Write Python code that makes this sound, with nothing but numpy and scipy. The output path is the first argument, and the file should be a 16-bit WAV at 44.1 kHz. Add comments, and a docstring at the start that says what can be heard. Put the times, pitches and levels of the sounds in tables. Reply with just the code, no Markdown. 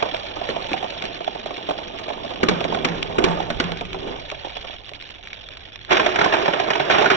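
"""Hundreds of glass marbles jostle on a sloping wooden pegboard in a yard, heard close by in stereo.
They click on each other and knock on the board: short shaped noise bursts with brief rings.
Heavy marbles thump down as sagging notes with board modes, and roll in with a rumble of bumps.
The pack calms to single clicks, then a loud, dense clatter breaks out in surges and crashes.
Below lies filtered low noise; two unlike microphone ports pick everything up."""
import sys
import numpy as np
from scipy import signal
from scipy.fft import rfft, irfft, next_fast_len
from scipy.io import wavfile
from scipy.ndimage import uniform_filter1d

SR = 44100
rng = np.random.default_rng(int(sys.argv[2]) if len(sys.argv) > 2 else 0)


def master(y):
    """Save y as 16-bit WAV."""
    cut = np.clip(np.atleast_2d(y).T, -1, 1)
    pcm = np.round(cut * 32767)  # scale
    wavfile.write(sys.argv[1], SR, pcm.astype(np.int16))


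N = 315756

# time and frequency axes of one contact sound
TAPS = 4096
T = np.arange(TAPS) / SR
HZ = np.fft.rfftfreq(TAPS, 1 / SR)

# colour of a heavy thud on the board: (frequency [Hz], relative density [dB per Hz])
THUD_COLOUR = [(40, -26), (110, -14.5), (220, -8), (390, -2), (480, -7), (800, -29), (2000, -63)]
# colour of a small knock on the board: (frequency [Hz], relative density [dB per Hz])
KNOCK_COLOUR = [(100, -30.5), (300, -14), (480, -5.5), (600, -0.5), (690, 1.5), (850, -3.5), (1100, -9),
                (1700, -27.5), (3500, -39)]
# colour of a light click of glass: (frequency [Hz], relative density [dB per Hz])
CLICK_COLOUR = [(500, -8), (1200, -11), (1800, -3), (2400, -2), (3350, 1.5), (4000, -7), (4600, -12),
                (5500, -16), (6500, -24), (7500, -42.5)]
# colour of a crisp snap of glass: (frequency [Hz], relative density [dB per Hz])
SNAP_COLOUR = [(500, -17.5), (1100, -5), (1700, -3), (2200, 2), (3400, 0), (4100, -3), (5000, -13.5),
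               (6300, -20), (7500, -19)]
# a heavy marble comes down: (time [s], thud [dB], thud pitch [Hz], board ring [dB], glass click [dB]);
# the levels are relative
HEAVY_LANDINGS = [(0.4893, -20.5, 473, -25, -34.5), (0.715, -22.5, 310, -29, -34.5),
                  (1.038, -25, 665, -31, -35), (2.4311, -12, 390, -14, -25),
                  (2.486, -12.5, 407, -13, -15.5), (2.7456, -22.5, 720, -24, -28.5),
                  (2.847, -20.5, 278, -15, -17), (3.184, -10, 379, -17, -24.5),
                  (3.24, -11.5, 390, -15.5, -15), (3.502, -22, 613, -23, -26.5),
                  (3.5998, -19.5, 265, -18, -18)]

KNOCK_HZ, KNOCK_OCTAVES = 638, 0.15  # centre pitch of a knock, and its scatter
KNOCK_TONE = 0.2  # share of a knock's power that is one clear wooden note
THUMP_RISE_S = 0.0016  # time for the push to spread through the touching marbles


def pack():
    """Small marbles hop over the holes and tick against each other, now and then in a little cluster."""
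    # the jostling pack, slowly calming: (time [s], knocks on the board [dB], relative glass level [dB])
    pack_levels = [(0, -30, -32.5), (0.33, -36.5, -35.5), (0.5, -31, -33.5), (0.9, -34.5, -33.5),
                   (1.28, -39.5, -37), (2.2, -35.5, -37), (2.8, -32.5, -35), (3.05, -35.5, -38),
                   (3.28, -23.5, -37), (3.85, -51, -39.5), (4.08, -31.5, -36.5), (4.25, -41, -38.5),
                   (4.68, -42.5, -36), (4.85, -50.5, -41.5), (5.6, -48, -41.5), (5.86, -56.5, -44),
                   (7.16, -34, -35.5)]
    calm_start_s, calm_s, calm_share = 3.9, 0.88, 0.95

    knocks = []
    for _ in range(60):
        contact = impact(read(KNOCK_COLOUR), ring_s=0.0037, tail_db=-15.0, tail_s=0.026, patchy_db=7.5, snap=0.81)
        ring = note(scattered(KNOCK_HZ, KNOCK_OCTAVES), rise_s=0.00055, ring_s=0.0039)
        knocks.append(blend(contact, ring, KNOCK_TONE))
    clicks = [tick() for _ in range(140)]
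    chains = [impact(read(CLICK_COLOUR), ring_s=.006, tail_db=-24, tail_s=.02, patchy_db=4, snap=.5)
              for _ in range(40)]

    wood = level(pack_levels) * shower(knocks, spread_db=3.3, count=1400, size=4000)
    rattle = shower(clicks, spread_db=3.8, count=3000, size=5000)
    clusters = shower(chains, spread_db=3.0, count=230, size=12000)
    sparse = shower(clicks, spread_db=4.2, count=900, size=8000)
    # the fine rattle thins to separate ticks
    calm = np.clip((np.arange(N) / SR - calm_start_s) / calm_s, 0, calm_share)
    glass = amp(-2) * blend(rattle, sparse, calm) + amp(-4.5) * clusters
    return wood + level(pack_levels, axis=2) * glass


def tick():
    """Glass meets glass: a dry contact and a very short ring at its own pitch."""
    contact = impact(read(CLICK_COLOUR), ring_s=.0022, tail_db=-22, tail_s=.028, patchy_db=4, snap=.9)
    tick_hz, tick_octaves, tick_tone = 3078, .2, 0.26  # centre, scatter, the ring's share of the power
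    return blend(contact, note(scattered(tick_hz, tick_octaves), rise_s=0.00017, ring_s=0.005), tick_tone)


def impacts():
    """The knocks, snaps, thumps, crashes and booms that stand out of the stream."""
    # a small marble drops onto the board: (time [s], relative level [dB])
    drops = [(0.0253, -11.5), (0.0583, -19.5), (0.1392, -21), (0.3659, -24.5), (0.414, -21), (0.5625, -18),
             (0.737, -16), (0.8262, -19.5), (0.8427, -20.5), (1.0256, -27), (1.2052, -23.5), (1.277, -16.5),
             (1.3526, -25), (1.4592, -21.5), (1.5064, -22.5), (1.579, -24.5), (1.6882, -15.5),
             (1.708, -15.5), (1.7856, -24), (2.081, -22.5), (2.1018, -20.5), (2.247, -21), (2.31, -25),
             (2.514, -20.5), (2.611, -18.5), (2.6486, -18), (2.724, -16), (2.771, -19.5), (3.4018, -18),
             (3.691, -25), (3.7202, -23.5), (3.8107, -20.5), (3.9444, -22), (4.3188, -25.5), (4.447, -23.5),
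             (4.469, -30), (4.5655, -28), (4.6434, -29.5), (4.696, -32.5), (4.916, -34.5)]
    # two marbles snap together, glass on glass: (time [s], level [dB])
    glass_snaps = [(0.0258, -27), (0.145, -28.5), (0.167, -30.5), (0.732, -24), (0.903, -36),
                   (1.023, -27.5), (1.053, -29.5), (1.2446, -31), (1.569, -34), (1.697, -30.5),
                   (1.987, -32), (2.09, -33.5), (2.307, -38.5), (2.359, -34), (2.606, -27), (2.642, -24.5),
                   (2.886, -30.5), (3.028, -21), (3.64, -28), (3.719, -27), (3.772, -32.5), (3.81, -31),
                   (3.852, -32), (3.93, -31), (4.301, -30.5), (4.315, -29), (4.447, -40.5), (4.569, -30.5),
                   (4.856, -42.5), (4.8918, -34.5), (4.935, -35), (5.012, -37), (5.024, -35.5),
                   (5.0902, -38.5), (5.106, -39.5), (5.2727, -35.5), (5.331, -31), (5.4876, -36.5),
                   (5.571, -37.5), (5.758, -33.5), (5.8485, -37)]
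    # a bunch of marbles crashes together in the final clatter:
    # (time [s], wood knock [dB], knock pitch [Hz], glass click [dB]); the levels are relative
    bunch_crashes = [(5.907, -18, 705, -21), (5.9171, -11, 525, -15), (5.927, -17.5, 709, -16.5),
                     (5.969, -19.5, 743, -15), (5.9962, -13, 1046, -17.5), (6.0614, -11.5, 621, -16.5),
                     (6.158, -13.5, 698, -18.5), (6.189, -13, 710, -18), (6.2131, -10.5, 795, -17.5),
                     (6.243, -15, 730, -17.5), (6.2592, -10.5, 1065, -28), (6.325, -17, 654, -17.5),
                     (6.337, -12, 647, -19), (6.457, -16.5, 820, -22.5), (6.48, -10.5, 868, -22.5),
                     (6.535, -15.5, 596, -21), (6.5982, -15.5, 730, -21.5), (6.6848, -18.5, 717, -45),
                     (6.7034, -14.5, 665, -17.5), (6.734, -31.5, 714, -21), (6.754, -19, 948, -22),
                     (6.7988, -12.5, 560, -20), (6.8982, -11, 777, -20), (6.909, -19, 700, -16.5),
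                     (6.948, -15.5, 650, -20), (6.9831, -12.5, 712, -19.5), (7.0149, -10.5, 710, -35.5),
                     (7.043, -12.5, 727, -25), (7.058, -12, 1430, -18), (7.101, -13.5, 1290, -13),
                     (7.112, -13, 907, -18.5)]
    # the board booms as a heavy marble settles after its landing: (time [s], level [dB], length [s])
    settlings = [(2.494, -16, 0.058), (2.885, -26, 0.099), (3.248, -20.5, .1), (3.638, -22, 0.078),
                 (3.83, -31.5, 0.053)]

    out = np.zeros((2, N))
    for s, db in drops:
        pitch = scattered(KNOCK_HZ, KNOCK_OCTAVES)
        add(out, s, blow(db - 16, db, db - 13.5, pitch, KNOCK_TONE, rise_s=0.0014))
    for s, db in glass_snaps:
        add(out, s, snap_of(db))
    for s, *landing in HEAVY_LANDINGS:
        add(out, s, thump(*landing))
    for s, knock_db, knock_hz, click_db in bunch_crashes:
        add(out, s, crash(knock_db, knock_hz, click_db))
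    for s, db, length_s in settlings:
        add(out, s, boom(db, length_s))
    return out


def blow(thud_db, knock_db, click_db, knock_hz, tone, rise_s, chain=1):
    """One impact thuds, knocks at its own pitch and clicks; harder clicks shift the colours of wood and glass."""
    # colour of a hard knock on the board: (frequency [Hz], relative density [dB per Hz])
    hard_knock = [(200, -40.5), (420, -7), (680, 0), (950, 1.5), (1270, -7), (1480, 1), (1900, -8.5),
                  (4000, -39)]
    # colour of a hard click of glass: (frequency [Hz], relative density [dB per Hz])
    hard_click = [(700, -36.5), (1300, -1), (1600, 5), (2400, 4), (3400, -2), (4100, -7), (5000, -13),
                  (6300, -16.5), (7500, -24.5)]

    hard = np.clip((click_db + 28.0) / 10, 0, 1)
    knock = (1 - hard) * read(KNOCK_COLOUR) + hard * read(hard_knock)
    click = (1 - hard) * read(CLICK_COLOUR) + hard * read(hard_click)
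    thud = impact(read(THUD_COLOUR), ring_s=.009, tail_db=-19, tail_s=.045, patchy_db=3, snap=.3, rise_s=rise_s)
    wood = impact(knock, ring_s=.007 * chain, tail_db=-15, tail_s=.05, patchy_db=3, snap=.6, rise_s=rise_s)
    wood = blend(wood, note(knock_hz, rise_s, ring_s=0.0057 * chain), tone)
    glass = impact(click, ring_s=.005 * chain, tail_db=-20, tail_s=.035, patchy_db=2, snap=.4, rise_s=rise_s)
    return amp(thud_db - 1.5) * thud + amp(knock_db - 3) * wood + amp(click_db - 1.5) * glass


def snap_of(db):
    """One crisp, broad click of glass, with a little knock from the board."""
    glass = impact(read(SNAP_COLOUR), ring_s=.003, tail_db=-24, tail_s=.025, patchy_db=1.5, snap=1.1, rise_s=.0006)
    wood = impact(read(KNOCK_COLOUR), ring_s=.006, tail_db=-15, tail_s=.04, patchy_db=3, snap=.6)
    return amp(db) * (glass + amp(-25.5) * wood)


def thump(thud_db, thud_hz, ring_db, click_db):
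    """A heavy marble bends the board in one solid, sagging thud, rings its modes, cracks and rebounds once."""
    thud = note(thud_hz, rise_s=0.0022, ring_s=0.0077, sag=0.24)
    # loose marbles jolted by the thud
    blur = impact(read(THUD_COLOUR), ring_s=.009, tail_db=-19, tail_s=.045, patchy_db=2, snap=.3,
                  rise_s=THUMP_RISE_S)
    sound = amp(thud_db - 1.5) * (thud + amp(-12) * blur) + amp(ring_db - 4.5) * board()
    crack_db = ring_db - 3.5
    sound += crack(crack_db, click_db)
    # the marble strikes once more, weaker
    rebound_s, rebound_db = 0.0062, -8
    add(sound, rebound_s, amp(rebound_db) * crack(crack_db, click_db))
    return sound


def board():
    """The modes of the pegboard, struck with random phases; rms 1 over the first 10 ms."""
    # modes of the pegboard: (frequency [Hz], relative level [dB], time to fall 60 dB [s])
    modes = [(173.4, -8, .15), (235, -0.5, 0.11), (377, -3.5, 0.06), (508, -2.5, 0.078), (669, -9, 0.13),
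             (1133, -2.5, 0.06), (1227, -5.5, 0.071), (1490, -6, 0.051)]
    sound = 0
    for hz, db, t60 in modes:
        sound = sound + amp(db - 60 * T / t60) * np.sin(2 * np.pi * (hz * T + rng.random((2, 1))))
    sound = sound * (1 - np.exp(-T / THUMP_RISE_S)) * (1 - (T / T[-1]) ** 2)
    return onset_evened(sound)


def crack(wood_db, click_db):
    """The contact of a heavy marble: a short, dry crack of the board and a snap of glass, brighter when harder."""
    # colour of the dry crack of the board: (frequency [Hz], relative density [dB per Hz])
    crack_colour = [(400, -9), (900, -5.5), (1400, -1), (2100, -2.5), (3200, -20.5)]
    hard = np.clip((click_db + 16.0) / 7.0, 0, 1)
    # up to 14 dB of extra treble above 2.5 kHz
    colour = read(SNAP_COLOUR) + hard * 14 * np.clip(HZ / 2500 - 1, 0, 1)
    glass = impact(colour, ring_s=.004, tail_db=-26, tail_s=.03, patchy_db=1, snap=.35, rise_s=.0022)
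    wood = impact(read(crack_colour), ring_s=.0055, tail_db=-20, tail_s=.025, patchy_db=2, snap=.4, rise_s=.002)
    return amp(wood_db) * wood + amp(click_db) * glass


def crash(knock_db, knock_hz, click_db):
    """A glassy crash runs on through the bunch; the more wood outweighs glass, the shorter and clearer its note."""
    wooden = np.clip((knock_db - click_db - 11.5) / 17.0, 0, 1)
    # share of clear note, and ring length relative to a single blow: from glassy to wooden
    tone = 0.3 + wooden * (0.62 - 0.3)
    chain = 1.5 + wooden * (0.49 - 1.5)
    return blow(knock_db - 13.5, knock_db, click_db, knock_hz, tone, rise_s=0.0015, chain=chain)


BOOM_HZ = 167.4  # settled pitch of the board's lowest bending mode


def boom(db, length_s):
    """The board's lowest bending mode swells, sinks in pitch and dies, jostled unevenly by the marbles on it."""
    sag_hz, sag_s, rise_s = 23.6, 0.027, 0.026  # how much higher it starts, time to sink, swell
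    roughness = .42  # unevenness relative to the steady tone
    t = np.arange(SR // 2) / SR
    pitch = BOOM_HZ + sag_hz * np.exp(-t / sag_s)
    knots = np.arange(0, 1, .02)
    jostle = np.array([np.interp(t, knots, a + 1j * b) for a, b in rng.standard_normal((2, 2, len(knots)))])
    turning = np.exp(2j * np.pi * (np.cumsum(pitch) / SR + rng.random()))
    # the two channels start a quarter turn apart
    tone = ((np.array([[1], [1j]]) + roughness * jostle) * turning).real
    return amp(db) * (1 - np.exp(-t / rise_s)) * np.exp(-(t / length_s) ** 2) * tone


def rolling():
    """Heavy marbles bump from hole to hole and whir; their thumps shake the board and keep it humming faintly."""
    # heavy marbles rolling over the holes: (time [s], relative level [dB])
    roll_levels = [(0, -48), (2.3, -39), (2.75, -28.5), (3.05, -34), (3.9, -40.5), (4.1, -31.5),
                   (4.3, -58.5), (5.8, -56)]
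    # one large marble whirs as it gathers speed: (time [s], pitch [Hz], level [dB])
    whir_curve = [(3.88, 386, -63), (3.95, 373, -32.5), (4.02, 393, -48), (4.065, 397, -31.5),
                  (4.095, 502, -41), (4.15, 530, -38), (4.205, 547, -54), (4.25, 600, -44),
                  (4.29, 600, -70)]

    bumps = []
    for _ in range(40):
        contact = impact(read(THUD_COLOUR), ring_s=0.0044, tail_db=-20.0, tail_s=0.11, patchy_db=-1.0, snap=0.8)
        bumps.append(contact + amp(-8.0) * board())
    rough = shower(bumps, spread_db=4, count=1800, size=3000)
    # after each thump the marbles bump about on the shaken board
    shake = amp(-10.5) * wake(HEAVY_LANDINGS, rise_s=0.0085, fall_s=0.072)
    # the low bending mode lingers, stronger after a harder click
    lingering = wake(HEAVY_LANDINGS, rise_s=0.046, fall_s=0.22, axis=4)
    hum = amp(-17) * lingering * steadied(resonate_twice(rough, BOOM_HZ, width_hz=30), size=4000)
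    s, whir_hz, _ = np.transpose(whir_curve)
    pitch = np.interp(np.arange(N) / SR, s, whir_hz)
    whir = level(whir_curve, axis=2) * steadied(resonate_twice(rough, pitch, width_hz=20), size=2000)
    return amp(0.5) * np.hypot(level(roll_levels), shake) * rough + hum + whir


def clatter():
    """Crowded collisions ring wood and glass together: briefly after hard landings, then a bed with surges."""
    # colour of the crowded blows: (frequency [Hz], relative density [dB per Hz])
    clatter_colour = [(60, -20.5), (130, -7.5), (250, -6), (390, -7), (500, -8), (660, 0.5), (1050, 0.5),
                      (1280, -5), (1480, -3), (2400, -6.5), (3400, -8), (3900, -13.5), (4400, -19),
                      (5200, -20.5), (7400, -34.5)]
    # board resonances that the clatter keeps ringing: (frequency [Hz], width [Hz], relative level [dB])
    body_modes = [(391, 111, -3.5), (636, 200, -6)]
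    # a wave of marbles tumbles in: (time [s], level [dB])
    waves = [(5.872, -40.5), (5.889, -25.5), (5.905, -15), (6.18, -19), (6.32, -19.5), (6.9, -15),
             (6.98, -18), (7.1, -17.5)]
    start_s, attack_s, bed_db = 5.85, 0.19, -26.5
    clonk_hz, clonk_octaves, clonk_db = 799, .6, -5.5  # single wooden notes: centre, scatter, relative level

    blows = [impact(read(clatter_colour), ring_s=0.004, tail_db=-9.5, tail_s=0.029, patchy_db=4.0, snap=0.95)
             for _ in range(70)]
    notes = [note(scattered(clonk_hz, clonk_octaves), rise_s=0.00052, ring_s=0.0081) for _ in range(120)]
    stream = shower(blows, spread_db=3.2, count=2500, size=1600)
    clonks = amp(clonk_db) * shower(notes, spread_db=2.4, count=1200, size=3500)
    body = sum(amp(db) * steadied(resonate_twice(stream, hz, width_hz), size=1500)
               for hz, width_hz, db in body_modes)

    bed = amp(bed_db) * np.clip((np.arange(N) / SR - start_s) / attack_s, 0, 1) ** 2
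    # each thump knocks loose a brief tumble, stronger after a harder click
    tumbles = amp(-10.5) * wake(HEAVY_LANDINGS, rise_s=0.0033, fall_s=0.13, axis=4)
    surges = wake(waves, rise_s=0.0069, fall_s=0.12)
    crowd = np.sqrt(bed ** 2 + tumbles ** 2 + surges ** 2) * (stream + clonks)
    # the resonances follow the surges more weakly
    return crowd + np.hypot(bed, amp(-5) * surges) * body


def rumble():
    """Low noise of the shaking frame."""
    # deep rumble under the board: (time [s], relative level [dB])
    rumble_levels = [(0.0, -48), (0.48, -41.5), (1.56, -49), (3.57, -34), (5.2, -48.5), (6.22, -43.5),
                     (7.16, -60.5)]
    # its colour: (frequency [Hz], relative density [dB per Hz])
    rumble_colour = [(10, -9.5), (28, 1), (45, 1), (65, -5.5), (110, -2.5), (220, -25), (600, -35.5),
                     (3000, -67.5)]
    spectrum = rfft(rng.standard_normal((2, N))) * amp(read(rumble_colour, np.fft.rfftfreq(N, 1 / SR)))
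    return amp(-2.0) * level(rumble_levels) * evened(irfft(spectrum, N))


def impact(colour_db, ring_s, tail_db, tail_s, patchy_db, snap, rise_s=0.0041):
    """One contact, its quick rebounds among the neighbours and a faint tail; rms 1 over its first 10 ms."""
    # the push spreads through the touching marbles within milliseconds, then dies quickly
    spread = (1 - np.exp(-T / rise_s)) * np.exp(-(T / ring_s) ** 1.3)
    rebounds = rng.standard_normal((2, TAPS)) * spread
    tail = amp(tail_db) * rng.standard_normal((2, TAPS)) * np.exp(-T / tail_s) * (1 - T / T[-1])
    force = (rebounds + tail) / np.linalg.norm(rebounds[0])
    # a single-sample snap 1 ms in
    force[:, SR // 1000] += snap * rng.choice([-1, 1], 2)
    # every marble and every spot on the board favours its own pitches
    knots = np.linspace(np.log(50), np.log(9000), 48)
    patches = np.interp(np.log(HZ + 1), knots, rng.standard_normal(48))
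    return onset_evened(irfft(rfft(force) * causal(colour_db + patchy_db * patches)))


def note(hz, rise_s, ring_s, sag=0):
    """One short, solid ring whose pitch may sag as it dies; rms 1 over its first 10 ms."""
    pitch = hz * (1 + sag * (np.exp(-T / ring_s) - .5))
    phase = 2 * np.pi * (np.cumsum(pitch) / SR + rng.random())
    tone = np.array([np.sin(phase), rng.choice([-1, 1]) * np.cos(phase)])
    return onset_evened(tone * (1 - np.exp(-T / rise_s)) * np.exp(-(T / ring_s) ** 1.3))


def shower(kinds, spread_db, count, size):
    """A stream of contacts of random strength, loosely one in each slot of time, with its level held near 1."""
    out = np.zeros((2, N))
    for k, (late, chance, kind) in enumerate(rng.random((count, 3))):
        s = max(k + 10 * (late - .5), 0) / count * N / SR
        strength = amp(-spread_db * np.log(chance + 0.16))
        add(out, s, kinds[int(kind * len(kinds))] * strength)
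    return steadied(out, size)


def wake(events, rise_s, fall_s, axis=1):
    """The motion that events leave behind, by one dB column: each swells and dies, and their powers add."""
    power = np.zeros(N)
    t = np.arange(SR) / SR
    shape = (1 - np.exp(-t / rise_s)) * np.exp(-t / fall_s)
    for row in events:
        part = power[round(row[0] * SR):][:SR]
        part += (amp(row[axis]) * shape[:len(part)]) ** 2
    return np.sqrt(power)


def resonate(x, hz, width_hz):
    """A resonance of gain 1 that can follow a pitch curve."""
    turn = np.exp(2j * np.pi * np.cumsum(hz * np.ones(N)) / SR)
    r = np.exp(-np.pi * width_hz / SR)
    # shift the pitch down to zero, smooth there, shift back
    return 2 * (turn * signal.lfilter([1 - r], [1, -r], x / turn)).real


def resonate_twice(x, hz, width_hz):
    """Two equal resonances in a row, for steeper skirts."""
    return resonate(resonate(x, hz, width_hz), hz, width_hz)


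def causal(db):
    """The minimum-phase response with this gain, which rings only after its cause."""
    log_gain = np.log(amp(np.r_[db, db[-2:0:-1]]))
    return np.exp(np.conj(signal.hilbert(log_gain)))[:len(db)]


def scattered(hz, octaves):
    """A random pitch around hz."""
    return hz * 2 ** (octaves * np.clip(rng.standard_normal(), -2, 2))


def blend(a, b, share):
    """Gives b this share of the power."""
    share = np.clip(share, 0, 1)
    return np.sqrt(1 - share) * a + np.sqrt(share) * b


def steadied(x, size):
    """Holds the level near 1 over stretches of this many samples."""
    return x / np.sqrt(abs(uniform_filter1d((x ** 2).mean(0), size=size)) + 1e-9)


def evened(x):
    """Scales to rms 1."""
    return x / np.sqrt(np.mean(x ** 2) + 1e-20)


def onset_evened(sound):
    """Scales to rms 1 over the first 10 ms."""
    return sound / np.sqrt(np.mean(sound[:, :SR // 100] ** 2))


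def amp(db):
    """Decibels to gain."""
    return 10 ** (np.asarray(db) / 20)


def read(points, hz=HZ):
    """A spectrum table on a log-frequency axis, in dB."""
    f, db = np.transpose(points)
    return np.interp(np.log(hz + 1), np.log(f), db)


def level(rows, axis=1):
    """One dB column of a curve as a gain for every sample."""
    rows = np.array(rows)
    return amp(np.interp(np.arange(N) / SR, rows[:, 0], rows[:, axis]))


def add(mix, s, sound):
    """Mixes a sound in at time s."""
    part = mix[:, max(round(s * SR), 0):][:, :sound.shape[1]]
    part += sound[:, :part.shape[1]]


def scene():
    """Two unlike views of the same contacts, with their reflections from the rails, over the rumble."""
    # the narrow side rails reflect only the treble: (delay [s], level [dB])
    rail_echoes = [(.00175, -45), (.0048, -26)]
    direct = impacts() + pack() + rolling() + clatter()
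    treble = signal.sosfilt(signal.butter(2, 1000, "high", fs=SR, output="sos"), direct)
    echoes = sum(amp(db) * np.pad(treble, ((0, 0), (round(s * SR), 0)))[:, :N] for s, db in rail_echoes)
    return direct + echoes + rumble()


def record(dry):
    """Two ports share the sound with pitch-dependent likeness, phase and balance; peaks round; treble is cut."""
    # the two microphone ports:
    # (frequency [Hz], left minus right [dB], likeness [0-1], phase lead of the left [rad])
    port_curves = [(50, -3.5, .5, 0), (400, -2, .66, 1.2), (780, -9, .5, 2.3), (1100, -3, .35, 3.6),
                   (1500, -5.5, .35, 6.4), (1800, -4.9, .43, 7.2), (2330, -1.5, .72, 12.5),
                   (2600, -3, .6, 14.4), (2900, -6.2, .6, 19.2), (3250, -9, .45, 24.9),
                   (3500, -6.7, .25, 26), (3750, -3.5, .5, 24.2), (4050, 0, .92, 23.3),
                   (4450, 0, .995, 22.05), (5800, 0, .99, 18.85), (7100, 0, .995, 15.6)]
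    size = next_fast_len(N + TAPS)
    hz = np.fft.rfftfreq(size, 1 / SR)
    f, *columns = np.transpose(port_curves)
    balance_db, same, lead = (np.interp(hz, f, c) for c in columns)
    right, other = rfft(dry, size)
    left = (same * right + np.sqrt(1 - same ** 2) * other) * np.exp(1j * lead) * amp(balance_db)
    # the balance leaves the summed power of both ports unchanged
    shared_gain = np.sqrt(2 / (1 + amp(balance_db) ** 2))
    pair = irfft(np.array([left, right]) * shared_gain, size)[:, :N]
    rounded = pair / (1 + (pair / .9) ** 6) ** (1 / 6)
    edge_hz = 7680
    low_pass = signal.firwin(201, edge_hz, window=("kaiser", 8), fs=SR)
    return signal.oaconvolve(rounded, low_pass[None], "same")


dry = scene()
out = record(dry)
master(out)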